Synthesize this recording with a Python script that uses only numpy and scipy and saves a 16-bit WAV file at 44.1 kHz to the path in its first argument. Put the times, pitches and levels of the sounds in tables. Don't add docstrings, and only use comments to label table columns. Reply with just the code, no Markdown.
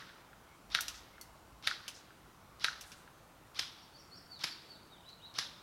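import sys
import numpy as np
from scipy import signal
from scipy.io import wavfile
from scipy.ndimage import uniform_filter1d

SR = 44100
rng = np.random.default_rng(int(sys.argv[2]) if len(sys.argv) > 2 else 0)


def transcribe(signal):
    frames = np.atleast_2d(signal).T
    limited = np.clip(frames, -1, 1)
    pcm = np.round(limited * 32767).astype(np.int16)
    wavfile.write(sys.argv[1], SR, pcm)


N = 247842

# (slam time [s], pop gain [dB], gearbox gain [dB], muzzle [0 blaster cup, 1 bare])
SHOTS = [(-.101, 0, -12, 0), (0.7495, -0.5, -11.5, 0), (1.674, -1, -11.5, 0), (2.645, 0, -11, 0),
         (3.5942, -7.5, -11.5, 1), (4.4408, -7.5, -11, 1), (5.3884, -7.5, -11.5, 1)]


def shot(pop_db, gearbox_db, bare, wall_response, lead_s):
    mechanism = amp(gearbox_db) * gearbox(lead_s)
    pop, ringing = muzzle(pop_db, bare, lead_s)
    echoes = signal.fftconvolve(pop, wall_response)[:SR]
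    radiated = mechanism + amp(-12.5) * pop
    scatter = trees(radiated, near_db=-4.5, far_db=-10, onset_s=.012, patchy_db=1.5, size=128)
    blurred_ring = trees(ringing, near_db=-5, far_db=-8, onset_s=.017, patchy_db=4, size=512)
    return mechanism + pop + ringing + puff(lead_s) + echoes + scatter + blurred_ring


# (frequency [Hz], gain [dB])
CUP_POP = [(60, -70), (400, -31.5), (950, -21), (1300, 4), (1600, 4.5), (2200, -1.5), (3000, -4), (3800, 1),
           (5000, -9), (6500, -27), (8000, -31), (10500, -14.5), (13000, -41), (16000, -47)]
BARE_POP = [(60, -21.5), (800, -20), (1300, -13), (2200, -7), (2750, -13.5), (3300, -12), (4300, -10),
            (5100, 1.5), (5900, -10), (8000, -25), (10000, -35), (16000, -64)]
# (frequency [Hz], gain [dB], t60 [s])
CUP_MODES = [(1335, -39, .06), (1457, -38, .075), (1604, -36, .03), (1715, -41, .05), (1900, -41, .05),
             (3892, -44, .06)]
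BARE_MODES = [(1631, -41, .035), (3321, -39, .09), (3790, -39, .03), (5071, -30, .025), (5405, -39, .06)]


def muzzle(db, bare, lead_s):
    spectrum, modes = (BARE_POP, BARE_MODES) if bare else (CUP_POP, CUP_MODES)
    pop, ringing = np.zeros((2, SR))
    add(pop, lead_s, amp(db) * click(spectrum))
    add(ringing, lead_s, amp(db) * ring(modes))
    return pop, ringing


# (time from slam [s], gain [dB], decay [s])
KNOCKS = [(-.048, -20.5, 0.0024), (-.0041, -6, .0008), (-.0023, -2.5, .002), (0, -1, 0.0025),
          (.0025, -0.5, 0.0093)]
# (frequency [Hz], gain [dB])
SHELL = [(30, -24), (100, -3), (300, -36), (700, -8.5), (1100, -4), (1500, -2), (2000, -3), (2700, -4.5),
         (3600, 3), (4500, 0), (5400, 2), (6500, -8.5), (8000, -15.5), (11500, -14), (16000, -37)]


def gearbox(lead_s, wind_up_s=.048):
    drive = np.zeros(SR)
    add(drive, lead_s - wind_up_s, gear_whine(wind_up_s))
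    for time_s, db, decay_s in KNOCKS:
        add(drive, lead_s + time_s, amp(db) * rattle(decay_s))
    return signal.fftconvolve(drive, click(SHELL))[:SR]


def gear_whine(length_s, start_hz=553, limit_hz=2215, spin_up_s=.04, attack_s=.018, release_s=.012):
    t = np.arange(0, length_s, 1 / SR)
    mesh_hz = limit_hz + (start_hz - limit_hz) * np.exp(-t / spin_up_s)
    jitter = .028 * unit_rms(uniform_filter1d(rng.standard_normal(len(t)), size=90))
    cycles = np.cumsum(mesh_hz * (1 + jitter)) / SR
    teeth = sum(np.cos(2 * np.pi * (k * cycles + rng.random())) for k in range(1, 5))
    grind = band(rng.standard_normal(len(t)), hz=3800, width_hz=6100)
    envelope = np.minimum(t / attack_s, 1) * np.minimum((length_s - t) / release_s, 1)
    return amp(-41.5) * envelope * unit_rms(unit_rms(teeth) + unit_rms(grind))


# (frequency [Hz], gain [dB])
PUFF = [(30, -9), (150, 7.5), (260, -14), (350, 3), (600, -4.5), (850, 0), (1300, -23), (3000, -3),
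        (7000, -23), (11500, -25), (16000, -14)]


def puff(lead_s):
    out = np.zeros(SR)
    add(out, lead_s + .003, amp(-24.5) * signal.fftconvolve(rattle(decay_s=.0029), click(PUFF)))
    return out


# (delay [s], gain [dB], centre [Hz], width [Hz], diffuse share [0-1])
ECHOES = [(.0005, -17, 4500, 6860, 0), (.0038, -13, 2200, 3450, 0.12), (.0069, -9.5, 2000, 3670, 0),
          (.010, -15, 1600, 2470, 0), (0.018, -18, 3440, 2000, 0.8), (.0352, -11, 1450, 110, 0),
          (.0387, -3.5, 1450, 360, 0), (.0442, -10, 1450, 110, 0), (0.065, -30, 2500, 4000, 0.2),
          (0.085, -23, 3480, 4000, 0.49), (.194, -28, 1900, 2500, 0.6), (0.432, -27.5, 1400, 600, 0.39)]


def walls(smear_s=.014):
    response = np.zeros(SR)
    for delay_s, db, hz, width_hz, diffuse in ECHOES:
        bounce = np.sqrt(1 - diffuse) * signal.unit_impulse(SR)
        add(bounce, 0, np.sqrt(diffuse) * rattle(smear_s))
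        add(response, delay_s, amp(db) * band(bounce, hz, width_hz))
    return response


# (frequency [Hz], gain [dB])
SCATTER = [(100, -27), (700, -3.5), (1500, 2), (2500, 1.5), (4000, 2), (5500, 0), (8000, -1), (15000, -4.5)]
# (frequency [Hz], t60 [s])
NEAR_T60 = [(100, 0.073), (700, 0.46), (1500, 0.29), (5000, 0.28), (9000, 0.27), (15000, 0.28)]
FAR_T60 = [(100, .5), (1500, 1.27), (5000, 0.86), (9000, 0.52), (15000, 1.05)]


def trees(x, near_db, far_db, onset_s, patchy_db, size):
    hz, t, spectrum = signal.stft(x, SR, nperseg=size)
    t = t[t < 1]
    build_up = (1 - np.exp(-(t / onset_s) ** 2)) ** 2
    response = 0
    for db, t60_curve in (near_db, NEAR_T60), (far_db, FAR_T60):
        fade = build_up * amp(-60 * t / curve_at(t60_curve, hz)[:, None]) ** 2
        band_power = amp(db + curve_at(SCATTER, hz)[:, None]) ** 2
        response = response + band_power * fade / fade.sum(1, keepdims=True)
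    power = signal.fftconvolve(abs(spectrum) ** 2, response, axes=1)[:, :spectrum.shape[1]]
    noise = signal.stft(rng.standard_normal(len(x)), SR, nperseg=size)[2]
    clumps = unit_rms(uniform_filter1d(rng.standard_normal(spectrum.shape), size=12, axis=0))
    noise *= amp(patchy_db * clumps)
    return signal.istft(np.sqrt(abs(power)) * noise / noise.std(), SR)[1][:len(x)]


# (time [s], level [dB], tilt [dB/octave], ring [Hz], ring gain [dB], t60 [s], chatter [dB])
PELLETS = [(0.808, -9, 4, 12600, -28, 0.056, 0.5), (0.882, -11, -3, 5820, -25, 0.025, 1.5),
           (1.2125, -21, 7, 4410, -26, 0.068, 0.5), (1.88, -13.5, -2.5, 2980, -24, 0.029, 9),
           (2.8098, -20, 0.5, 6150, -37, .1, 20), (2.918, -23.5, -5.5, 3450, -28, 0.05, 6),
           (5.09, -34, -4, 5500, -33, .03, 6)]
# (frequency [Hz], gain [dB])
STRIKE = [(200, -31), (1200, -15), (2000, -15.5), (2800, -2.5), (4000, -7.5), (5900, 0.5), (7000, -8),
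          (10000, -9.5), (12500, -11.5), (16000, -24)]


def pellet(db, tilt_db, ring_hz, ring_db, t60_s, chatter_db):
    hit, contacts = np.zeros((2, SR))
    add(contacts, 0, rattle(decay_s=.0016))
    add(contacts, 0, amp(chatter_db) * rattle(decay_s=.015, size=4096))
    add(hit, 0, unit_energy(signal.fftconvolve(contacts, click(STRIKE, tilt_db))))
    add(hit, 0, ring([(ring_hz, ring_db, t60_s)]))
    hit = amp(db) * unit_energy(hit)
    return hit + trees(hit, near_db=-14, far_db=-12, onset_s=.002, patchy_db=1, size=64)


# (time [s], gain [dB], centre [Hz], width [Hz], decay [s])
HISSES = [(0.937, -50, 5400, 2800, 0.02), (1.938, -51.5, 5500, 3220, 0.021), (2.84, -58, 8400, 7000, 0.041),
          (2.96, -62.5, 7460, 4500, 0.026)]


def hiss(db, hz, width_hz, decay_s):
    age = np.arange(SR // 2) / SR / decay_s
    grains = rng.standard_normal(len(age)) * rng.exponential(1, len(age))
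    noise = unit_rms(band(band(grains, hz, width_hz), hz, width_hz))
    envelope = age * np.exp(1 - age) / 2
    return amp(db) * envelope * noise


# (time [s], pitch [Hz], gain [dB]), scaled per note
ARCH = [(0, 4280, -14), (.028, 4480, 2.5), (.048, 5000, -8.5), (.06, 5660, -6), (.076, 5500, -2),
        (.1, 4220, -13)]
SLUR = [(0, 4700, -20), (.028, 4636, -13), (.042, 4616, -0.5), (.075, 4200, -12.5), (.115, 3510, -14.5)]
FLICK = [(0, 2930, -17), (.02, 3000, -12), (.033, 3900, -6.5), (.064, 3970, 0), (.078, 4700, -5)]
SYLLABLES = {"arch": ARCH, "slur": SLUR, "flick": FLICK}
# (time [s], pitch [ratio], length [ratio], gain [dB], syllable)
NOTES = [(3.765, 1.02, .95, -58.5, "arch"), (3.928, 1.01, 1.0, -54, "arch"),
         (4.105, 0.99, 1.0, -51, "arch"), (4.28, 0.99, 0.99, -44, "slur"), (4.475, 1.0, 1, -44, "slur"),
         (4.668, 0.99, 0.9, -47, "slur"), (4.895, .825, 0.79, -51.5, "slur"),
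         (5.03, 1.004, 1.0, -50.5, "flick"), (5.192, .97, 1.0, -49, "flick"),
         (5.362, 0.91, 1.0, -44, "flick")]


def warbler(gain_db=-2.5, waver=.0057, flutter_db=2, echo_s=.046, echo_db=-11.5):
    song = np.zeros(N)
    for start_s, pitch, stretch, note_db, syllable in NOTES:
        times_s, hz, db = np.transpose(SYLLABLES[syllable])
        t = np.arange(0, times_s[-1], 1 / SR / stretch)
        wobble, flutter = unit_rms(uniform_filter1d(rng.standard_normal((2, len(t))), size=160))
        glide_hz = pitch * uniform_filter1d(np.interp(t, times_s, hz), size=400)
        cycles = np.cumsum(glide_hz * (1 + waver * wobble)) / SR
        level_db = gain_db + note_db + np.interp(t, times_s, db) + flutter_db * flutter
        whistle = amp(level_db) * signal.windows.tukey(len(t), .12) * np.sin(2 * np.pi * cycles)
        add(song, start_s, whistle)
        add(song, start_s + echo_s, amp(echo_db) * whistle)
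    return song + trees(song, near_db=-6, far_db=-5.5, onset_s=.0079, patchy_db=2.5, size=384)


# (time [s], length [s], start pitch [Hz], glide [Hz/s], gain [dB])
FAR_CALLS = [(0.436, 0.099, 2100, 2200, -67.5), (1.083, 0.17, 2150, -500, -66)]


def far_bird():
    calls = np.zeros(N)
    for start_s, length_s, hz, glide_hz_per_s, db in FAR_CALLS:
        t = np.arange(0, length_s, 1 / SR)
        cycles = np.cumsum(hz + glide_hz_per_s * t) / SR
        add(calls, start_s, amp(db) * signal.windows.tukey(len(t)) * np.sin(2 * np.pi * cycles))
    return trees(calls, near_db=-.5, far_db=-8, onset_s=.008, patchy_db=1, size=512)


# (frequency [Hz], relative density [dB])
AIR = [(12, -22), (20, -12), (53, -14.5), (88, -3.5), (182, -4), (216, -8.5), (337, -6.5), (388, -11.5),
       (923, -8.5), (1440, -10.5), (1660, -17), (1910, -18), (4670, -24), (14300, -30.5), (16000, -31)]


def air(level_db=-60, patchy_db=1.2):
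    hz, _, noise = signal.stft(rng.standard_normal(N), SR, nperseg=2048)
    patches = uniform_filter1d(rng.standard_normal(noise.shape), size=16, axis=0)
    patches = unit_rms(uniform_filter1d(patches, size=6, axis=1))
    gain = amp(curve_at(AIR, hz)[:, None] + patchy_db * patches)
    wash = signal.istft(noise * gain, SR)[1][:N]
    return amp(level_db) * unit_rms(wash)


# (peak time [s], half length [s], level [dB])
SWELLS = [(0.853, 0.41, -66.5), (1.55, .2, -69), (2.75, 0.57, -72)]


def rumble(hz=53.2, width_hz=20, rest_db=-78):
    t = np.arange(N) / SR
    noise = unit_rms(band(band(rng.standard_normal(N), hz, width_hz), hz, width_hz))
    swells = sum(amp(db) * np.exp(-((t - peak_s) / half_s) ** 2) for peak_s, half_s, db in SWELLS)
    return noise * (amp(rest_db) + swells)


def click(points, tilt_db=0, size=2048):
    hz = abs(np.fft.fftfreq(size, 1 / SR))
    log_gain = np.log(amp(curve_at(points, hz) + tilt_db * np.log2(np.maximum(hz, 1000))))
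    spectrum = np.exp(np.conj(signal.hilbert(log_gain)))
    return unit_energy(np.fft.ifft(spectrum).real[:size // 2])


def rattle(decay_s, size=2048):
    return unit_energy(rng.standard_normal(size) * np.exp(-np.arange(size) / SR / decay_s))


def ring(modes, size=8192):
    t = np.arange(size) / SR
    return sum(amp(db - 60 * t / t60_s) * np.sin(2 * np.pi * hz * t) for hz, db, t60_s in modes)


def band(x, hz, width_hz):
    return signal.lfilter(*signal.iirpeak(hz, hz / width_hz, SR), x)


def curve_at(points, hz):
    knots_hz, values = np.transpose(points)
    return np.interp(np.log(hz + 1), np.log(knots_hz + 1), values)


def add(mix, time_s, sound):
    at = round(time_s * SR)
    sound = sound[max(-at, 0):]
    part = mix[max(at, 0):][:len(sound)]
    part += sound[:len(part)]


def amp(db):
    return 10 ** (np.asarray(db) / 20)


def unit_rms(x):
    return x / np.sqrt(np.mean(x ** 2) + 1e-20)


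def unit_energy(x):
    return x / (np.linalg.norm(x) + 1e-20)


def scene(lead_s=.1):
    mix = np.zeros(N)
    wall_response = walls()
    for time_s, pop_db, gearbox_db, bare in SHOTS:
        add(mix, time_s - lead_s, shot(pop_db, gearbox_db, bare, wall_response, lead_s))
    for time_s, *strike in PELLETS:
        add(mix, time_s, pellet(*strike))
    for time_s, *burst in HISSES:
        add(mix, time_s, hiss(*burst))
    mix += warbler() + far_bird() + air() + rumble()
    return np.array([mix, mix])


def record(dry):
    lowpass = signal.firwin(511, 16100, window=("kaiser", 9), fs=SR)
    return signal.oaconvolve(dry, lowpass[None], "same")


dry = scene()
out = record(dry)
transcribe(out)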